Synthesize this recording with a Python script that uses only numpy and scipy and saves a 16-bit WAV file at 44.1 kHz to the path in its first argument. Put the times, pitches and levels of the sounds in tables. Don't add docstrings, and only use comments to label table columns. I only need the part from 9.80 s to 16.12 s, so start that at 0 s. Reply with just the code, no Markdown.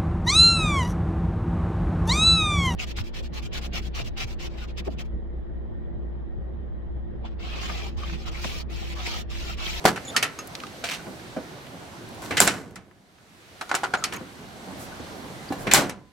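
import sys
import numpy as np
from scipy import signal
from scipy.io import wavfile
from scipy.ndimage import minimum_filter1d

SR = 44100
rng = np.random.default_rng(int(sys.argv[2]) if len(sys.argv) > 2 else 0)


def unload_wav(signal):
    wavfile.write(
        sys.argv[1],
        SR,
        np.round(np.clip(np.atleast_2d(signal).T, -1, 1) * 32767).astype(np.int16),
    )


N = 278867

BAND_EDGES = 25 * 2 ** np.arange(0, 9.6, .5)
BAND_HZ = np.sqrt(BAND_EDGES[1:] * BAND_EDGES[:-1])
# (f/Hz, width/Hz, level/dB)
PANEL = [(196, 20, -3), (280.4, 12, -4), (358, 15, -3), (732, 7.3, -3), (1490, 99, -4.5), (1723, 45, -2),
         (2025, 50, -3.5), (2417, 39, -3.5), (2690, 34, -6), (3017, 30, -7.5), (4100, 220, -11.5),
         (5013, 30, -8), (5850, 350, -8), (7070, 60, -1.5), (7350, 110, 0), (7920, 45, -1.5),
         (8600, 100, -4.5)]
# (f/Hz, level/dB, t60/s)
SKIN = [(112, -35, 0.27), (181, -24.5, .42), (385, -21, 0.14), (447, -19, .23), (655, -6.5, 0.03),
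        (744, -20, 0.2), (772, -9, 0.085), (1357, -27, .16), (1728, -26, .13)]
# (latch lands t/s, door speed/(m/s), t60 of the frame/s, t60 of the seating/s)
SLAMS = [(2.6027, 1.0, 0.6, 0.0743), (5.9363, 1.4, 0.37, 0.24)]
OVERSHOOT_M = 0.0098
SLAM_DB_PER_DOUBLING = 2.5
GRATE_START_S, GRATE_LENGTH_S = 1.039, 0.1146


def from_db(db):
    return 10 ** (np.asarray(db) / 20)


def rms_one(x):
    return x / np.sqrt(np.mean(x ** 2) + 1e-20)


def at_hz(points, hz):
    f, value = np.transpose(points)
    return np.interp(np.log(hz), np.log(f), value)


def add(out, s, sound):
    start = max(round(s * SR), 0)
    out[..., start:start + sound.shape[-1]] += sound[..., :N - start]


def drift(rate_hz, size=N):
    r = np.exp(-2 * np.pi * rate_hz * 16 / SR)
    draws = rng.standard_normal(size // 16 + 3002)
    slow = signal.lfilter([1], [1, -2 * r, r * r], draws)[3000:]
    return np.interp(np.arange(size) / 16, np.arange(len(slow)), rms_one(slow))


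def band_pass(x, order, edges_hz):
    return signal.sosfilt(signal.butter(order, edges_hz, "band", fs=SR, output="sos"), x)


def low_pass(x, cutoff_hz):
    return signal.sosfilt(signal.butter(4, cutoff_hz, fs=SR, output="sos"), x)


def noise_bands(width):
    # (f/Hz, left minus right level/dB)
    balance = [(50, -3.5), (250, -0.8), (500, -1), (1000, -1.7), (4000, -0.4), (14000, 0)]
    white, bands = rng.standard_normal((2, 2, N)), []
    for k, hz in enumerate(BAND_HZ):
        mid, side = band_pass(white[k % 2], 2, BAND_EDGES[k:k + 2])
        pair = mid + from_db(at_hz(width, hz)) * side * [[1], [-1]]
        left_right_db = at_hz(balance, hz) / 2 * np.array([[1], [-1]])
        bands.append(rms_one(pair * from_db(left_right_db)))
    return np.array(bands, dtype=np.float32)


def resonate(x, resonances):
    out = x.copy()
    for hz, width, db in resonances:
        r = np.exp(-np.pi * width / SR)
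        poles = [1, -2 * r * np.cos(2 * np.pi * hz / SR), r * r]
        out += from_db(db) * (1 - r * r) / 2 * signal.lfilter([1, 0, -1], poles, x + 1e-18)
    return out


def blows(table, bands, colour_db, t60, pan_db, rattle_db, snap_db, snap_t60,
          tail_db, tail_stretch, damping, rise_s):
    colour_hz = (200, 900, 3000, 9000)
    pivot_hz = 1800
    out = np.zeros((2, N))
    chatter = from_db(rattle_db * (drift(200) - 1 / 10 * rattle_db))
    colour = from_db(at_hz(list(zip(colour_hz, colour_db)), BAND_HZ))
    colour = colour / (1 + (105 / BAND_HZ) ** 3)
    colour = colour / np.sqrt(1 + (BAND_HZ / 11000) ** 6)
    for (s, db, tilt), ring_s in zip(table, np.broadcast_to(t60, len(table))):
        start = round(s * SR)
        t = (np.arange(min(int(ring_s * tail_stretch * SR), N - start)) / SR).astype(np.float32)
        decay = np.outer((BAND_HZ / 1000) ** damping, t).astype(np.float32)
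        ring = np.exp(-np.log(1000) / ring_s * decay)
        tail = from_db(tail_db) * ring ** np.float32(1 / tail_stretch)
        snap = from_db(snap_db - 60 * t / snap_t60)
        rise = np.minimum(t / np.maximum(1 / BAND_HZ, rise_s)[:, None], 1)
        gains = colour * from_db(db + tilt * np.log2(BAND_HZ / pivot_hz))
        envelope = gains[:, None] * rise * np.sqrt(ring ** 2 + tail ** 2 + snap ** 2)
        add(out, s, np.einsum("bt,bct->ct", envelope, bands[:, :, start:start + len(t)]))
    return out * chatter * from_db([[pan_db / 2], [-pan_db / 2]])


def strikes(hits, modes, spread_db=0):
    out, t = np.zeros(N), np.arange(int(2 * SR * max(t60 for *_, t60 in modes))) / SR
    rings = np.array([from_db(db - 60 * t / t60) * np.sin(2 * np.pi * hz * t) for hz, db, t60 in modes])
    for (s, db), luck in zip(hits, rng.standard_normal((len(hits), len(modes)))):
        add(out, s, from_db(db + spread_db * luck) @ rings)
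    return out


def squeaks(table, waver=0.031, grip_db=5.0):
    out = np.zeros(N)
    for s, length, hz, db in table:
        size = int(length * SR)
        phase = 2 * np.pi * np.cumsum(hz * (1 + waver * drift(500, size))) / SR
        grip = rms_one(from_db(grip_db * drift(150, size)))
        fade = signal.windows.tukey(size, .5)
        add(out, s, from_db(db) * np.sqrt(2) * fade * grip * np.sin(phase))
    return out


def air_layer(bands, spectrum, patchy_db, rate_hz):
    gains = from_db(at_hz(spectrum, BAND_HZ)) * np.sqrt(BAND_HZ)
    return rms_one(sum(g * from_db(patchy_db * drift(rate_hz)) * band for g, band in zip(gains, bands)))


def sleeve():
    # (t/s, length/s, level/dB)
    brushes = [(2.25, 0.6, -56), (4.955, 0.14, -46), (5.765, 0.1, -46.5)]
    stroke = np.zeros(N)
    for start, length, db in brushes:
        add(stroke, start, from_db(db) * np.hanning(int(length * SR)))
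    cloth = band_pass(rng.standard_normal((2, N)), 2, [5000, 13500])
    return stroke * rms_one(cloth)


def outdoors():
    # (t/s, rumble level/dB, hiss level/dB), before the trims
    air_level = [
        [(0.0, -43.5, -52.5), (0.33, -42, -45.5), (0.49, -43.5, -49.5), (2.21, -45.5, -52.5), (2.4, -41.5, -51)],
        [(4.0, -38.5, -39), (4.102, -35.5, -43.5), (4.498, -42, -49), (5.726, -42.5, -49.5), (5.85, -36.5, -50),
         (6.2, -44, -46)],
    ]
    # (f/Hz, level per Hz/dB)
    rumble_spectrum = [(15, -45), (25, -10.5), (119, -1.5), (176, -2), (207, -2.5), (353, -4.5), (462, -7),
                       (514, -10), (661, -6.5), (1070, -13), (1800, -24.5), (2340, -43), (3960, -120)]
    hiss_spectrum = [(880, -28), (1500, 1), (2040, -4.5), (3620, -5), (4420, -8), (7320, -12.5),
                     (12200, -17.5), (15100, -27), (16000, -8)]
    # (f/Hz, side minus mid level/dB)
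    air_width = [(60, -2), (180, -11.5), (550, -6), (1650, 1.5), (4970, -3.5), (15000, 3)]
    rumble_trim_db, hiss_trim_db = 2, 3
    bands, (s, rumble_db, hiss_db) = noise_bands(air_width), np.concatenate(air_level).T
    t = np.arange(N) / SR
    rumble = air_layer(bands, rumble_spectrum, patchy_db=1.97, rate_hz=7.1)
    hiss = air_layer(bands, hiss_spectrum, patchy_db=0.74, rate_hz=4.1)
    rumble = rumble * from_db(rumble_trim_db + np.interp(t, s, rumble_db))
    hiss = hiss * from_db(hiss_trim_db + np.interp(t, s, hiss_db))
    return rumble + hiss + sleeve()


def jolts(bands):
    # (t/s, level/dB, tilt/(dB/octave), t60/s)
    shakes = [(0.041, -20, -1, 0.17), (0.0529, -3.5, -0.7, 0.23), (2.42, -28, 0.5, 0.9),
              (5.977, 5.5, -2.2, 0.35)]
    jolt_colour = (-24, -16.5, -25, -23)
    skin_pop_db = -1.5
    shudder = blows([row[:3] for row in shakes], bands, jolt_colour, t60=[row[3] for row in shakes],
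                    pan_db=0.0, rattle_db=2.0, snap_db=-7.5, snap_t60=.025,
                    tail_db=-19.0, tail_stretch=1.3, damping=0.11, rise_s=0.00037)
    return resonate(shudder, PANEL) + strikes([(shakes[1][0], skin_pop_db)], SKIN)


def crunch(bands, count=6):
    crunch_colour = (-43, -34.5, -29, -33)
    # (f/Hz, width/Hz, level/dB)
    crunch_body = [(500, 90, -0.5), (774, 60, 10), (1740, 200, 12), (3170, 250, 2), (4280, 140, 7),
                   (4580, 150, 9.5)]
    start_s, length_s, fade_db = 0.053, 0.046, 9.5
    progress = (np.arange(count) + rng.uniform(0, 1 / 2, count)) / count
    slips = [(start_s + length_s * p, -fade_db * p, 0) for p in progress]
    drag = blows(slips, bands, crunch_colour, t60=0.036, pan_db=-2.0, rattle_db=1.5, snap_db=-4,
                 snap_t60=0.011, tail_db=-23, tail_stretch=2.5, damping=0.083, rise_s=.0006)
    return resonate(drag, crunch_body)


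def latch(bands):
    # (t/s, level/dB, tilt/(dB/octave))
    loose_clacks = [(.159, -13.5, -2), (0.4258, 2, -0.5), (.588, -18, -1), (2.576, -10, -1),
                    (2.669, 8.5, 0), (2.6755, 18, 0.8), (2.9572, -0.5, -1.5), (3.9496, -0.5, 3),
                    (4.323, -7, -3.5), (4.341, -14.5, -2), (6.094, 3, 1.5)]
    # (t/s, level/dB, tilt/(dB/octave))
    let_go = [(0.3633, 2.3, -0.3), (4.239, -0.5, 0.5)]
    latch_colour = (-47, -34.5, -26, -24)
    # (f/Hz, width/Hz, level/dB)
    pawl_body = [(4540, 260, 5.5), (5270, 160, 7), (8650, 150, -3)]
    jaw_body = [(1340, 120, 6.5), (1865, 160, 4.5), (2257, 160, 3.5), (2590, 150, 1.5), (2977, 70, -1),
                (6730, 200, -12), (9770, 400, -1.5)]
    # (t/s, level/dB)
    plucks = [(0.5893, 1.5)]
    # (f/Hz, level/dB, t60/s)
    spring_modes = [(1250, -32.5, 0.11), (2680, -36.5, 0.082), (5090, -39, 0.11), (6000, -43, 0.1),
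                    (6470, -32.5, 0.09), (6650, -39, .06), (11300, -45, .06)]
    pawl_lead_s, pawl_hz, pawl_db, release_spring_db = .022, 1304, -29, 6
    pawl = squeaks([(s - pawl_lead_s, pawl_lead_s, pawl_hz, pawl_db) for s, _, _ in let_go])
    releases, clacks = (blows(table, bands, latch_colour, t60=0.15, pan_db=0.0, rattle_db=1.0,
                              snap_db=-3.0, snap_t60=0.031, tail_db=-8.5, tail_stretch=2.18,
                              damping=0.42, rise_s=0.0016) for table in (let_go, loose_clacks))
    jaw = low_pass(resonate(releases, pawl_body) + clacks, 14000)
    spring = strikes([(s, release_spring_db) for s, _, _ in let_go] + plucks, spring_modes)
    return pawl + resonate(resonate(jaw, jaw_body), PANEL) + spring


def ticks(bands, t60=.025, skirt_db_per_octave=13.5):
    # (t/s, level/dB, f/Hz)
    small_parts = [(0.176, -26, 1500), (0.673, -35, 11000), (0.7519, -28, 3760), (.802, -34.5, 2980),
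                   (0.836, -33, 3000), (0.8678, -36, 3140), (1.868, -40.5, 2500), (2.289, -49, 11000),
                   (2.346, -48, 13000), (2.459, -39.5, 3500), (2.909, -36, 9980), (2.9575, -19.5, 8000),
                   (3.112, -28.5, 1400), (3.385, -31.5, 1500), (3.8255, -33, 12000), (3.9505, -11.5, 8500),
                   (4.2395, -15, 6000), (4.336, -28, 8600), (4.363, -35, 11000)]
    out, t = np.zeros((2, N)), np.arange(SR // 10) / SR
    for s, db, hz in small_parts:
        start = round(s * SR)
        gains = from_db(db - skirt_db_per_octave * np.abs(np.log2(BAND_HZ / hz)))
        burst = np.tensordot(gains, bands[:, :, start:start + len(t)], 1)
        add(out, s, burst * from_db(-60 * t / t60))
    return resonate(out, PANEL)


def dry_squeaks():
    # (t/s, length/s, f/Hz, level/dB)
    squeak_events = [(.271, 0.043, 3530, -38.5), (.24, 0.075, 6930, -41), (.275, 0.031, 10600, -48),
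                     (.834, 0.02, 1220, -35.5), (1.192, 0.018, 1464, -42.5), (4.171, 0.037, 6940, -39.5),
                     (4.343, 0.037, 6570, -43), (4.362, 0.024, 2260, -42), (5.117, 0.019, 1480, -39),
                     (5.682, 0.015, 4880, -44)]
    return squeaks(squeak_events)


def hinge(bands, count=16):
    # (t/s, level/dB, tilt/(dB/octave))
    hard_slips = [(1.0535, -10, 0), (1.0882, -11, -0.5), (1.098, -10, 0), (1.1125, -13, 1.5),
                  (1.1172, -6.5, 0), (1.1235, -13, 0.5), (1.1482, -10, -1)]
    # (t/s, level/dB, tilt/(dB/octave))
    stay_bumps = [(1.26, -15, -2), (1.266, -14, -2.5), (1.565, -0.5, -1.1), (4.406, -12, -3.5),
                  (4.872, -12, -2.5), (4.92, -16, -2), (5.195, -13, -2.5), (5.44, -16, -2.5),
                  (5.703, -8, -3.5), (5.7225, 0, 6)]
    hinge_colour = (-56, -38.5, -25, -35.5)
    bump_colour = (-38.5, -37.5, -53.5, -60.5)
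    # (f/Hz, width/Hz, level/dB)
    stay = [(272, 63, 4.9), (511, 21, 12), (635, 16.6, 6.4), (787, 13, 0.5), (2333, 55, 3)]
    # (f/Hz, level/dB, t60/s)
    bracket = [(692, -27, 0.1), (1400, -35, 0.071), (1535, -32, .08)]
    slip_base_db, swell_db, scatter_db, skin_bump_db = -24.5, 8, 0.5, -23.5
    progress = (np.arange(count) + rng.uniform(1 / 2, 1, count)) / count
    slip_db = slip_base_db + swell_db * np.sin(np.pi * progress ** 2) + rng.normal(0, scatter_db, count)
    slips = [(GRATE_START_S, 0, 0)]
    slips += [(GRATE_START_S + GRATE_LENGTH_S * p, db, 0) for p, db in zip(progress, slip_db)]
    grate = blows(slips, bands, hinge_colour, t60=0.068, pan_db=-1.0, rattle_db=1.5, snap_db=-9, snap_t60=.02,
                  tail_db=-17.0, tail_stretch=4.7, damping=0.044, rise_s=0.003)
    snaps = blows(hard_slips, bands, hinge_colour, t60=0.02, pan_db=-1.0, rattle_db=1.0, snap_db=0,
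                  snap_t60=.006, tail_db=-18.0, tail_stretch=5.0, damping=0.1, rise_s=0.0003)
    bumps = blows(stay_bumps, bands, bump_colour, t60=0.14, pan_db=-1.0, rattle_db=-0.5, snap_db=-20,
                  snap_t60=.025, tail_db=-24.5, tail_stretch=3.8, damping=0.083, rise_s=.003)
    skin = strikes([(s, skin_bump_db + db) for s, db, _ in stay_bumps], SKIN)
    body = resonate(resonate(grate + snaps + bumps, stay), PANEL)
    return body + skin + strikes([(GRATE_START_S, 0)], bracket)


def grit(low_hz=600, high_hz=7500):
    # (f/Hz, width/Hz, level/dB)
    pin = [(700, 90, 14), (1550, 200, 12), (2300, 400, 13), (4300, 900, 1)]
    grains_per_s, grit_db, size_spread_db = 800, -41, 5
    size, out = int(GRATE_LENGTH_S * SR), np.zeros(N)
    born = rng.random(size) < grains_per_s / SR
    sizes = from_db(size_spread_db * rng.standard_normal(size)) * rng.choice([-1, 1], size)
    grains = band_pass(born * sizes, 1, [low_hz, high_hz])
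    crackle = rms_one(resonate(grains, pin)) * signal.windows.tukey(size, .5)
    add(out, GRATE_START_S + GRATE_LENGTH_S / 10, from_db(grit_db) * crackle)
    return out


def slams(bands):
    seal_colour = (-33, -35, -36.5, -48)
    catch_colour = (-47, -40, -26.5, -29.5)
    frame_colour = (-13, -9.3, -9.2, 1)
    seat_colour = (-22.5, -5, -0.5, -3.5)
    # (f/Hz, width/Hz, level/dB)
    catch_body = [(1750, 250, -4), (2150, 480, 2.5), (2670, 300, -2)]
    # (f/Hz, level/dB, t60/s)
    striker_modes = [(744, -9, 0.057), (1565, -1, 0.025), (2350, -7, .018), (3600, -9, .015),
                     (4790, -9, 0.018), (7610, 3, 0.011), (7380, 2, 0.018), (8380, -1, 0.012),
                     (10600, -13.5, 0.0053)]
    cab_modes = [(44, -36, .25), (63, -45, 1.8), (92, -34, .5), (140, -33, .6), (197, -26, .65),
                 (284, -28, .45), (447, -33, .35), (745, -20, .3), (1485, -25, .3)]
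    # (t/s, level/dB)
    rebounds = [(2.6761, 8)]
    seal_gap_m, catch_gap_m = .096, .034
    seal_follows, striker_follows = 0.55, 0.33
    striker_db = 8.6
    s, speed, frame_t60, seat_t60 = np.transpose(SLAMS)
    db = SLAM_DB_PER_DOUBLING * np.log2(speed)

    def contact(past_m, follows=1):
        return [(when, level, 0) for when, level in zip(s + past_m / speed, follows * db)]

    seal = blows(contact(-seal_gap_m, seal_follows), bands, seal_colour, t60=0.21, pan_db=0.5, rattle_db=0.5,
                 snap_db=-12.5, snap_t60=.025, tail_db=-15.0, tail_stretch=1.7, damping=0.26, rise_s=.003)
    catch = blows(contact(-catch_gap_m), bands, catch_colour, t60=0.23, pan_db=1.0, rattle_db=0.5,
                  snap_db=-5.5, snap_t60=.02, tail_db=-19.5, tail_stretch=2.0, damping=0.25, rise_s=0.002)
    frame = blows(contact(0), bands, frame_colour, t60=frame_t60, pan_db=-0.7, rattle_db=1.5,
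                  snap_db=-8, snap_t60=.025, tail_db=-16.0, tail_stretch=1.9, damping=0.34, rise_s=0.0016)
    seat = blows(contact(OVERSHOOT_M), bands, seat_colour, t60=seat_t60, pan_db=2.0, rattle_db=0.0,
                 snap_db=-11, snap_t60=.025, tail_db=-16.5, tail_stretch=1.2, damping=0.17, rise_s=.001)
    cracks = list(zip(s, striker_db + striker_follows * db))
    striker = strikes(cracks, striker_modes)
    striker += strikes(rebounds, striker_modes[1:])
    cab = strikes(cracks + rebounds, cab_modes)
    return resonate(resonate(seal + catch, catch_body) + frame + seat, PANEL) + striker + cab


def sheet():
    # (f/Hz, level/dB, t60/s)
    sheet_modes = [(590, -3, .36), (818, -3, .3), (904, -3, .32), (948, -3, .25), (1147, -5, .35),
                   (1222, -5, .35), (1395, -2, .3), (1427, -3, .28), (1555, -1, .25), (1838, -3, .32),
                   (1940, -4, .25), (2029, -3, .3), (2394, -5, .27), (2552, -7, .26), (2713, -6, .25),
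                   (2895, -6, .27), (3047, -6, .22), (3750, -7, .23), (5013, -6, .2), (6934, -5, .18)]
    sheet_db = -14
    hits = [(s + OVERSHOOT_M / speed, sheet_db + SLAM_DB_PER_DOUBLING * np.log2(speed))
            for s, speed, *_ in SLAMS]
    return strikes(hits, sheet_modes, spread_db=2)


def rattle(count=12):
    # (f/Hz, level/dB, t60/s)
    loose_modes = [(590, -3, .06), (942, -2, .05), (1180, -2, .04), (1410, -1, .04), (1960, -1.5, .035),
                   (2870, -1, .025), (4050, -2.5, .018), (5860, -2, .012), (8100, -3, .01)]
    delay_s, length_s, first_db, fade_db = .01, .11, -12.2, 15
    hits = []
    for s, *_ in SLAMS:
        progress = (np.arange(count) + rng.random(count)) / count
        hits += [(s + delay_s + length_s * p, first_db - fade_db * p) for p in progress]
    return strikes(hits, loose_modes, spread_db=6)


def thuds():
    # (t/s, skin level/dB, inner panel level/dB)
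    thud_events = [(2.6165, 3, -9), (2.644, -12, -2), (2.674, -12, 0), (5.9455, 4.5, -6), (5.9773, -1, 5),
                   (6.063, -12.5, -6), (6.094, -18, -5)]
    # (f/Hz, level/dB, t60/s)
    inner_panel = [(199, -10, .09), (275, -10, .07), (375, -11, .06), (560.4, -14, .05)]
    skin = strikes([(s, db) for s, db, _ in thud_events], SKIN)
    return skin + strikes([(s, db) for s, _, db in thud_events], inner_panel)


def button(bands):
    # (t/s, level/dB, tilt/(dB/octave), contact ring f/Hz, contact ring level/dB)
    knock_events = [(3.8107, 0.5, 1.5, 2700, -33), (3.815, -19, -2, 1230, -25), (3.893, -5, 2.5, 1150, -33),
                    (3.9135, 3, -1.5, 1480, -13), (3.942, 2.5, -1, 1310, -25), (4.0333, -5, 2, 830, -6),
                    (4.0368, -10, 1, 1080, -12), (4.0393, -8, 0, 1450, -8), (4.052, -15, -2, 1400, -20),
                    (4.1375, 2.5, -0.5, 790, -8.5), (4.139, -3, -0.8, 1526, -3.5)]
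    button_colour = (-45, -22, -24.5, -30)
    # (f/Hz, width/Hz, level/dB)
    handle = [(387, 13, 10.5), (750, 150, 3), (1360, 190, 6)]
    # (f/Hz, level/dB, t60/s)
    rod_modes = [(359, -51, 0.2), (752, -28, 0.069), (1074, -39, 0.065), (1365, -39, 0.079),
                 (1500, -27, 0.066)]
    rod_db, contact_t60_s = -2.5, .03
    knocks = blows([row[:3] for row in knock_events], bands, button_colour, t60=0.09, pan_db=1.5,
                   rattle_db=2.5, snap_db=-8, snap_t60=0.0061, tail_db=-12.5, tail_stretch=2.58,
                   damping=0.26, rise_s=0.00054)
    muffled = low_pass(knocks, 10800)
    rod = strikes([(row[0], rod_db + row[1]) for row in knock_events], rod_modes, spread_db=3)
    contacts = sum(strikes([(s, db)], [(hz, 0, contact_t60_s)]) for s, _, _, hz, db in knock_events)
    return resonate(resonate(muffled, handle), PANEL) + rod + contacts


def door_check():
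    # (f/Hz, level/dB, t60/s)
    check_modes = [(770, -9, 0.074), (818, -3.5, .06), (1066, -14, .11), (1714, -18, .13), (2780, -21, .14),
                   (4040, -21.5, .12)]
    snap_s, snap_db = 5.7225, -23
    return strikes([(snap_s, snap_db)], check_modes)


def singing_spring():
    return strikes([(5.94, 0)], [(1012, -34, 3)])


def door():
    # (f/Hz, side minus mid level/dB)
    door_width = [(60, -2.5), (150, -8.5), (380, -11), (950, -8), (2380, -4), (5980, -5.5), (15000, -4)]
    bands = noise_bands(door_width)
    opening = jolts(bands) + crunch(bands) + latch(bands) + ticks(bands) + dry_squeaks()
    swinging = hinge(bands) + grit() + button(bands) + door_check()
    closing = slams(bands) + sheet() + rattle() + thuds() + singing_spring()
    return opening + swinging + closing


def scene():
    return door() + outdoors() * from_db([[-.4], [.4]])


def gain_control(x, hold_s=0.61, release_db_per_s=15.0):
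    threshold_db, attack_s = -1, .0018
    over = np.maximum(20 * np.log10(np.abs(x).max(axis=0) + 1e-9) - threshold_db, 0)
    size = int(hold_s * SR)
    held = -minimum_filter1d(-over, size, origin=(size - 1) // 2, mode="constant")
    slope = release_db_per_s * np.arange(N) / SR
    reduction_db = np.maximum.accumulate(held + slope) - slope
    r = np.exp(-1 / (attack_s * SR))
    return x * from_db(-signal.lfilter([1 - r], [1, -r], reduction_db))


def record(dry):
    cutoff_hz = 16000
    lean = signal.sosfilt(signal.butter(1, 35, "high", fs=SR, output="sos"), dry)
    clipped = np.clip(gain_control(lean), -1, 1)
    return signal.sosfilt(signal.ellip(10, .1, 80, cutoff_hz, fs=SR, output="sos"), clipped)


dry = scene()
out = record(dry)
unload_wav(out)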